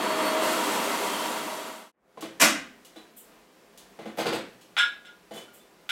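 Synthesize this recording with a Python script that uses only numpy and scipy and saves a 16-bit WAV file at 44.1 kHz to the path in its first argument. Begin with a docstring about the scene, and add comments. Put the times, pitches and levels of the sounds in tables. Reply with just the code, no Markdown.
"""Grit blasting in a steel cabinet

An air gun blasts grit at a metal housing: filtered noise roars and hisses, a hollow howl and a thin whistle are
drifting sines. The blast is faded out to silence and a faint rush of air fades in. The door bangs open; parts are
lifted off the perforated grate, knocking and scraping, and set down with a clang: clicks excite coloured echoes,
and decaying sines ring as modes. Random echoes stand for the reverberation between the steel walls."""
import sys
import numpy as np
from scipy import signal
from scipy.fft import rfft, irfft
from scipy.io import wavfile

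SR = 44100
rng = np.random.default_rng(int(sys.argv[2]) if len(sys.argv) > 2 else 0)


def put_to_file(sound):
    """Save the sound as 16-bit audio at rate SR, in the file named by the first command-line argument."""
    columns = np.atleast_2d(sound).T  # one column per channel
    safe = np.clip(columns, -1, 1)
    whole_steps = np.round(safe * 32767)
    wavfile.write(sys.argv[1], SR, whole_steps.astype(np.int16))


N = 260615
TIME = np.arange(N) / SR


def from_db(db):
    """Decibel law: level to amplitude gain."""
    return 10 ** (np.asarray(db) / 20)


def rms_one(x):
    """Normalisation: scale to unit mean power."""
    return x / np.sqrt(np.mean(x ** 2) + 1e-20)


def in_time(rows):
    """Linear interpolation: each column of a curve, at every sample."""
    s, *columns = np.transpose(rows)
    return [np.interp(TIME, s, c) for c in columns]


def at_hz(points, hz):
    """Logarithmic interpolation: read a table on a log-frequency axis."""
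    f, value = np.transpose(points)
    return np.interp(np.log(hz + 1e-3), np.log(f), value)


def ramp(start_s, length_s):
    """Linear envelope: rises from 0 to 1 over the given time, then holds."""
    return np.clip((TIME - start_s) / length_s, 0, 1)


def hump(start_s, length_s):
    """Arched envelope: the root of a half sine rises steeply and falls back to 0 over the given time."""
    return np.sqrt(np.abs(np.sin(np.pi * ramp(start_s, length_s))))


def add(out, s, sound):
    """Superposition: mix a sound in at time s."""
    start = int(round(s * SR))
    out[start:start + len(sound)] += sound[:max(N - start, 0)]


def drift(rate):
    """Slow random modulation of rms 1: straight lines between random knots, rate of them per second."""
    knots = rng.standard_normal(int(N / SR * rate) + 3)
    return rms_one(np.interp(TIME * rate, np.arange(len(knots)), knots))


def colour(x, spectrum, tilt_db=0, size=4096):
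    """Minimum-phase filtering: the folded cepstrum makes the spectrum causal; the tilt acts above about 500 Hz."""
    hz = np.arange(size // 2 + 1) * SR / size
    level_db = at_hz(spectrum, hz) + tilt_db * np.log2(1 + hz / 500)
    cepstrum = irfft(np.log(from_db(level_db)))
    cepstrum[1:size // 2] *= 2
    cepstrum[size // 2 + 1:] = 0
    return signal.fftconvolve(x, irfft(np.exp(rfft(cepstrum))))[:len(x)]


def resonate(x, hz, width):
    """Two-pole resonance: a band of the given width in Hz passes, with a gain of about 1 at its peak."""
    r = np.exp(-np.pi * width / SR)
    zeros = np.array([1, 0, -1]) * (1 - r * r) / 2
    poles = [1, -2 * r * np.cos(2 * np.pi * hz / SR), r * r]
    return signal.lfilter(zeros, poles, x)


# reverberation of the cabinet: f/Hz, t60/s
DECAY_TIMES = [(100, 0.75), (300, 0.44), (900, 0.36), (1800, 0.46), (5000, 0.36), (9000, 0.3),
               (15000, 0.23)]


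def cabinet(build_s=0.0047, direct=0.031):
    """Diffuse reverberation: a click, then dense echoes that build up and decay at a rate set by frequency."""
    t, hz = TIME[:SR], np.arange(SR // 2 + 1.)
    echoes, out = rfft(rng.standard_normal(SR)), 0
    for k, (_, t60) in enumerate(DECAY_TIMES):
        # overlapping bands, each a triangle on the log-frequency axis
        share = at_hz([(f, j == k) for j, (f, _) in enumerate(DECAY_TIMES)], hz)
        out = out + irfft(echoes * share) * from_db(-60 * t / t60)
    out = out * (1 - np.exp(-t / build_s))
    return out / np.linalg.norm(out) + direct * (t == 0)


def blows(rows, spectrum, walls, chatter_s, order=2048):
    """Impact excitation: a click and a dying chatter of contacts, coloured by the struck body and its echoes."""
    out, t = np.zeros(N), TIME[:order]
    for s, level_db, tilt_db in rows:
        contact = (rng.random(order) < 500 / SR) * rng.standard_normal(order)    # 500 contacts per second
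        contact = contact * 0.36 * np.exp(-t / max(chatter_s, 1e-4))
        contact[0] = 1
        sound = colour(signal.fftconvolve(walls, contact), spectrum, tilt_db)
        add(out, s, from_db(level_db) * sound / np.std(sound[:order]))
    return out


def ringing(rows, modes, swell_cycles, beat_hz, beat):
    """Modal decay: modes swell as their echoes pile up, the low ones more slowly, and beat while dying away."""
    out, t = np.zeros(N), TIME[:SR]
    for s, level_db in rows:
        for hz, mode_db, t60 in modes:
            phase, beat_phase, split = rng.uniform(0, 2 * np.pi, 3)
            swell = 1 - np.exp(-(t * hz / swell_cycles) ** 2)
            # each mode beats at between half and one and a half times beat_hz
            beating = 1 + beat * np.sin(beat_phase + 2 * np.pi * beat_hz * (1 + .5 * np.cos(split)) * t)
            decay = from_db(level_db + mode_db - 60 * t / t60)
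            add(out, s, np.sin(2 * np.pi * hz * t + phase) * swell * beating * decay)
    return out


# spectrum of the background air: f/Hz, relative level/dB
AIR_COLOUR = [(24, -58.5), (40, -9.5), (96, -27), (162, -6), (336, -2.5), (597, -5), (937, -9.5),
              (1400, -11.5), (15800, -28.5)]
# fades in from the silence after the blast, then holds
SILENCE_AT_S, AIR_DB, FADE_IN_S = 1.919, -56.5, 0.33


def workshop(walls, dull_hz=2000):
    """Broadband flow noise: a faint rush of air around the cabinet fades in, the treble last."""
    fade = ramp(SILENCE_AT_S, FADE_IN_S)
    rush = rng.standard_normal(N)
    echoes = signal.fftconvolve(rush, walls)[:N]
    rush = rms_one(colour(rush + 0.54 * echoes, AIR_COLOUR))
    dull = signal.sosfilt(signal.butter(2, dull_hz, fs=SR, output="sos"), rush)
    return from_db(AIR_DB + drift(10)) * fade * (fade * rush + (1 - fade) * dull)


# soft brushing touches: t/s, relative level/dB, brightness/(dB per octave)
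BRUSH_TOUCHES = [(3.162, -42, -2.2), (4.167, -43, 5), (5.530, -49, -3)]
# spectrum of a touch: f/Hz, relative level/dB
BRUSH_SPECTRUM = [(2000, -35), (2900, -7.5), (5000, -23), (7800, 0), (11000, -4), (14200, 4), (16000, -8)]


def brushing():
    """Diffuse excitation: a soft touch swells with hardly any direct click."""
    soft = cabinet(build_s=0.019, direct=.01)
    return from_db(-7.5) * blows(BRUSH_TOUCHES, BRUSH_SPECTRUM, soft, chatter_s=0.0087)


# gritty ticks: t/s, relative level/dB
GRIT_TICKS = [(2.209, -37), (2.849, -44.5), (3.776, -42), (4.612, -48), (5.338, -43), (5.38, -44)]
# spectrum of a tick: f/Hz, relative level/dB
TICK_SPECTRUM = [(1500, -22), (2900, 0.5), (4500, -3), (8000, -2), (16000, -9)]


def ticking(near):
    """Brief impact: a tick is a bright click with a short chatter."""
    rows = [(s, db, 0) for s, db in GRIT_TICKS]
    return from_db(-10.0) * blows(rows, TICK_SPECTRUM, near, chatter_s=0.005)


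# single rings and thumps that colour knocks and touches, one mode each: t/s, f/Hz, level/dB, t60/s
SINGLE_RINGS = [(2.173, 1030, -36, 0.059), (2.224, 1107, -35.5, 0.1), (2.222, 308, -32, 0.17),
                (2.849, 2900, -50, 0.12), (2.961, 321, -42, 0.32), (2.969, 3950, -51, 0.36),
                (2.963, 3500, -54, 0.25), (4.063, 219, -31.5, 0.15), (4.205, 6300, -45, 0.25),
                (5.48, 1421, -52.5, 0.37), (5.598, 3520, -57, 0.27)]


def single_ringing():
    """Single-mode vibration: each ring or thump is one decaying, beating sine."""
    return sum(ringing([(s, db)], [(hz, 0, t60)], swell_cycles=2.2, beat_hz=30, beat=0.34)
               for s, hz, db, t60 in SINGLE_RINGS)


# the grip is dragged over the grate in three tugs: t/s, level/dB
TUGS = [(4.182, -31), (4.255, -29.5), (4.319, -32.5)]
# spectrum of the scraping: f/Hz, relative level/dB
SCRAPE_SPECTRUM = [(150, -18.5), (480, 4), (1200, -6.5), (4700, -5.5), (5600, -17), (15000, -28)]
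# each tug is a run of uneven slips
DRAG_S, SLIPS_PER_S, SLIP_SPREAD_DB = 0.041, 264, 4


def scraping():
    """Stick-slip friction: each tug is a burst of sharp, uneven contacts."""
    walls = cabinet(build_s=0.002, direct=0.86)    # the dragged edge faces the microphone
    stroke = sum(from_db(db) * hump(s, DRAG_S) for s, db in TUGS)
    slips = (rng.random(N) < SLIPS_PER_S / SR) * rng.choice([-1, 1], N)
    slips = slips * from_db(SLIP_SPREAD_DB * rng.uniform(-1, 1, N))
    response = colour(walls, SCRAPE_SPECTRUM)
    return signal.fftconvolve(stroke * rms_one(slips), response / np.linalg.norm(response))[:N]


# the grip catches on the holes of the grate: t/s, level/dB
GRIP_CATCHES = [(4.188, -50), (4.258, -45), (4.327, -42), (4.348, -41.5)]
# modes of the tubular grip: f/Hz, relative level/dB, t60/s
GRIP_MODES = [(7000, -10, 0.24), (7950, -7, 0.32), (8500, -1, 0.23), (11700, -10, .19), (12840, -11, .18)]


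def grip_ringing():
    """Modal vibration of a tube: bright modes ring at every catch."""
    return ringing(GRIP_CATCHES, GRIP_MODES, swell_cycles=83, beat_hz=25, beat=0.55)


# blows that set the thin shell ringing: t/s, level/dB
SHELL_BLOWS = [(5.311, -48), (5.353, -40.5)]
# modes of the thin shell: f/Hz, relative level/dB, t60/s
SHELL_MODES = [(3020, 0.5, 0.38), (3460, -2, 0.29), (6869, -13, 0.28), (7560, -18, .25), (9076, -13, 0.35),
               (12950, -16, .24)]


def shell_ringing():
    """Modal vibration of a shell: high modes ring and beat strongly."""
    return ringing(SHELL_BLOWS, SHELL_MODES, swell_cycles=56, beat_hz=19.6, beat=0.62)


# parts knocking on the grate: t/s, relative level/dB, brightness/(dB per octave)
GRATE_KNOCKS = [(2.174, -36.5, -2), (2.224, -30.5, -3), (2.960, -40, 1.5), (3.990, -33, -1.8),
                (4.057, -31.5, -1.3), (4.174, -31, 1), (4.185, -20, 0.4), (4.257, -20, -0.9),
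                (4.327, -22.5, 0.2), (5.310, -33, -0.5), (5.358, -35.5, 2)]
# spectrum of a knock: f/Hz, relative level/dB
GRATE_SPECTRUM = [(45, -52), (130, -12.5), (184, -13.5), (216, -5), (470, -2), (550, -5), (745, -7),
                  (1110, -13), (3560, -18.5), (5420, -27), (8640, -29.5), (15800, -41)]
# modes of the grate under every knock: f/Hz, relative level/dB, t60/s
GRATE_MODES = [(217, -14, 0.28), (329.2, -7, 0.31), (460, -6, 0.13)]
# every knock rebounds once, more softly
REBOUND_S, REBOUND_LOSS_DB = 0.024, 8


def knocking(near):
    """Impact with rebound: the part strikes the grate twice, and the first blow sets its modes ringing."""
    rebounds = [(s + REBOUND_S, db - REBOUND_LOSS_DB, tilt) for s, db, tilt in GRATE_KNOCKS]
    knocks = from_db(-9.5) * blows(GRATE_KNOCKS + rebounds, GRATE_SPECTRUM, near, chatter_s=0.015)
    hits = [(s, db) for s, db, _ in GRATE_KNOCKS]
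    thumps = from_db(-1.5) * ringing(hits, GRATE_MODES, swell_cycles=3.8, beat_hz=18, beat=0.34)
    return knocks + thumps


# the housing is set down and rocks:
# t/s, relative level/dB, brightness/(dB per octave), ringing level/dB
HOUSING_CLANGS = [(4.767, -26, -5, -57), (4.778, -23.5, -4.5, -14), (5.05, -51.5, 0, -43.5),
                  (5.892, -29, 0, -20)]
# spectrum of the contact: f/Hz, relative level/dB
CLANG_SPECTRUM = [(150, -54.5), (750, -27), (960, -14), (1200, -19), (1450, -1.5), (1820, -12), (2100, -9),
                  (3600, -4), (4700, -21), (16000, -32)]
# modes of the hollow housing: f/Hz, relative level/dB, t60/s
HOUSING_MODES = [(931, -19, .28), (1340, -9, .19), (1427, 7.5, .24), (1431, -26, .8), (1657, -1.5, .36),
                 (2040, -13, .2), (2213, -14, .26), (2750, -15, .25), (2821, -14, .29), (3031, -11, .29),
                 (3278, -9, .26), (3463, -11, .24), (3503, -7, .29), (3646, -15, .38), (3774, -18, .36),
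                 (3931, -16, .33), (5329, -16, .29), (6115, -26, .28), (7660, -21, .25)]
# its many weak upper modes lie at random pitches; UPPER_DB holds at the lowest pitch
UPPER_LOW_HZ, UPPER_HIGH_HZ, UPPER_DB, UPPER_T60_S = 4100, 11000, -29, 0.27


def clanging(near):
    """Modal vibration of a hollow body: a contact crack, then many modes that swell, beat and decay."""
    damped = near * np.exp(-TIME[:SR] / 0.36)    # hastens the decay of the crack
    cracks = [(s, db, tilt) for s, db, tilt, _ in HOUSING_CLANGS]
    clank = from_db(-2) * blows(cracks, CLANG_SPECTRUM, damped, chatter_s=0.007)
    upper = [(hz, UPPER_DB - 20 * np.log10(hz / UPPER_LOW_HZ), UPPER_T60_S)
             for hz in rng.uniform(UPPER_LOW_HZ, UPPER_HIGH_HZ, size=24)]
    rings = [(s, ring_db) for s, _, _, ring_db in HOUSING_CLANGS]
    return clank + ringing(rings, HOUSING_MODES + upper, swell_cycles=50, beat_hz=22, beat=.45)


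# blows of the door, latch then slam: t/s, level/dB, brightness/(dB per octave)
DOOR_BLOWS = [(2.398, -23, 2.5), (2.410, -14.5, 2)]
# spectrum of a door blow: f/Hz, relative level/dB
DOOR_SPECTRUM = [(30, -33.5), (100, -35), (162, -24), (261, -3), (344, -6.5), (390, -18.5), (570, -8),
                 (748, -11), (1150, -10.5), (2000, -11), (3300, -17), (4500, -21.5), (5400, -18.5),
                 (7900, -20.5), (14000, -30), (15800, -41.5)]
# modes of the door panel: f/Hz, relative level/dB, t60/s
PANEL_MODES = [(264, -11, .19), (583, -8, .3), (1410, -15, .33), (1556, -18, .37), (1723, -18, .4),
               (1951, -16, .3), (2181, -16, .32), (2332, -15, .34), (2548, -14, .36), (5206, -24, .42),
               (5380, -15.5, .4)]


def door_bang(walls):
    """Plate vibration: latch and slam strike the door, and the slam sets its panel ringing."""
    bangs = blows(DOOR_BLOWS, DOOR_SPECTRUM, walls, chatter_s=0.0074)
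    slam = [(DOOR_BLOWS[-1][0], -17)]
    return bangs + ringing(slam, PANEL_MODES, swell_cycles=16, beat_hz=5.1, beat=0.44)


def handling(walls):
    """Superposition of contacts: the door, parts bumping, dragging and set down, ticks and brushing touches."""
    near = cabinet(build_s=0.0013, direct=0.29)    # parts on the grate lie close to the microphone
    touches = brushing() + ticking(near) + single_ringing() + scraping()
    parts = grip_ringing() + shell_ringing() + knocking(near) + clanging(near)
    return touches + parts + door_bang(walls)


# spectrum of the roar: f/Hz, relative level/dB
ROAR_COLOUR = [(40, -63.5), (107, -38.5), (214, -9), (637, -7), (800, -10.5), (1050, -8), (2440, -18.5),
               (3270, -22), (6000, -40), (7800, -35), (13200, -120)]
# cavities that the jet excites: f/Hz, width/Hz, relative level/dB
JET_CAVITIES = [(304.3, 21.7, 2), (957, 29, 5), (1143, 25, 0), (1326, 42, -2.5), (2034, 117, -8.5),
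                (2680, 140, -13), (3214, 130, -10.5), (3790, 70, -20.5)]
ROAR_DB, CAVITY_DB = -28.5, -32.5


def jet_roar(turbulence, in_cavity, walls):
    """Turbulence noise: a broadband roar, and cavities that resonate under random excitation."""
    echoes = signal.fftconvolve(turbulence, walls)[:N]
    roar = rms_one(colour(turbulence + 0.49 * echoes, ROAR_COLOUR))
    hollow = rms_one(sum(from_db(db) * resonate(in_cavity, hz, width) for hz, width, db in JET_CAVITIES))
    return from_db(ROAR_DB) * roar + from_db(CAVITY_DB) * hollow


# spectrum of air and grit: f/Hz, relative level/dB
HISS_COLOUR = [(1200, -40), (2800, 3.5), (4200, 0), (5500, -2.5), (7200, 1), (10000, -2), (13500, -5),
               (16000, -12)]
# the grit feed picks up: the hiss rises by FEED_HISS_DB
FEED_AT_S, FEED_RISE_S, HISS_DB, FEED_HISS_DB = 0.407, 0.025, -39.5, 5


def grit_hiss(air, walls, grains_per_s=9000, grit=0.76):
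    """Shot noise: grit strikes the metal as a dense random spray of impulses, mixed with echoing air noise."""
    feed = ramp(FEED_AT_S, FEED_RISE_S)
    grains = (rng.random(N) < grains_per_s / SR) * rng.standard_normal(N)
    spray = signal.fftconvolve(air, walls)[:N] + grit * rms_one(grains)
    return from_db(HISS_DB + FEED_HISS_DB * feed) * rms_one(colour(spray, HISS_COLOUR))


# howl of the hollow part as the jet crosses its mouth: t/s, mean level/dB
HOWL_CURVE = [(0, -39.5), (0.3, -28), (0.53, -30.5), (0.63, -43), (1.7, -33)]


def hollow_howl(howl_hz=634):
    """Cavity tone: air blown across the mouth of the part locks onto one unsteady note."""
    howl_db, = in_time(HOWL_CURVE)
    angle = 2 * np.pi * np.cumsum(howl_hz + 4.3 * drift(45.25)) / SR
    return from_db(howl_db + 2 * drift(24.3)) * np.sin(angle)


# the nozzle whistle creeps sharp while its level varies: t/s, mean f/Hz, level/dB
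WHISTLE_CURVE = [(0, 4422, -44.5), (0.21, 4429, -44.5), (0.29, 4434, -37), (0.36, 4440, -53),
                 (0.47, 4465, -43), (0.76, 4480, -55), (0.89, 4480, -47.5), (1.7, 4480, -44)]
# its first harmonics: relative level/dB
WHISTLE_HARMONICS = [0, -4.5, -16]


def nozzle_whistle():
    """Harmonic tone: a jittering fundamental and its overtones, whose levels waver more the higher they lie."""
    whistle_hz, whistle_db = in_time(WHISTLE_CURVE)
    angle = 2 * np.pi * np.cumsum(whistle_hz + 6 * drift(300)) / SR
    out = np.zeros(N)
    for harmonic, db in enumerate(WHISTLE_HARMONICS, 1):
        out += from_db(whistle_db + db + 1.5 * harmonic * drift(15.0)) * np.sin(harmonic * angle)
    return out


SING_AT_S, SING_S, SING_HZ, SING_WIDTH_HZ, SING_DB = 1.03, 0.31, 3130, 30, -42


def hole_singing(in_cavity):
    """Narrow-band resonance: a small hole sings as the jet passes over it."""
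    tone = rms_one(resonate(in_cavity, SING_HZ, SING_WIDTH_HZ))
    return from_db(SING_DB) * hump(SING_AT_S, SING_S) * tone


FADE_OUT_S = 1.5    # the blast is faded out along a quarter sine to silence at SILENCE_AT_S


def blast(walls, flutter_db=.5):
    """Jet noise: roar, hiss, howl, whistle and singing share one fluttering level and one fade-out."""
    fade = np.cos(np.pi / 2 * ramp(SILENCE_AT_S - FADE_OUT_S, FADE_OUT_S))
    turbulence, air, in_cavity = rng.standard_normal((3, N))
    noise = jet_roar(turbulence, in_cavity, walls) + grit_hiss(air, walls)
    tones = hollow_howl() + nozzle_whistle() + hole_singing(in_cavity)
    return (noise + tones) * from_db(flutter_db * drift(23.7)) * fade


def scene():
    """Superposition: all sources sound in one cabinet at one microphone, the same in both channels."""
    walls = cabinet()
    return np.tile(workshop(walls) + handling(walls) + blast(walls), (2, 1))


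CUTOFF_HZ = 15850


def record(dry, ceiling=0.6):
    """Soft saturation and low-pass filtering: the loudest peaks are rounded and the top is cut steeply."""
    rounded = ceiling * np.tanh(dry / ceiling)
    return signal.sosfilt(signal.ellip(12, .1, 90, CUTOFF_HZ, fs=SR, output="sos"), rounded)


dry = scene()
out = record(dry)
put_to_file(out)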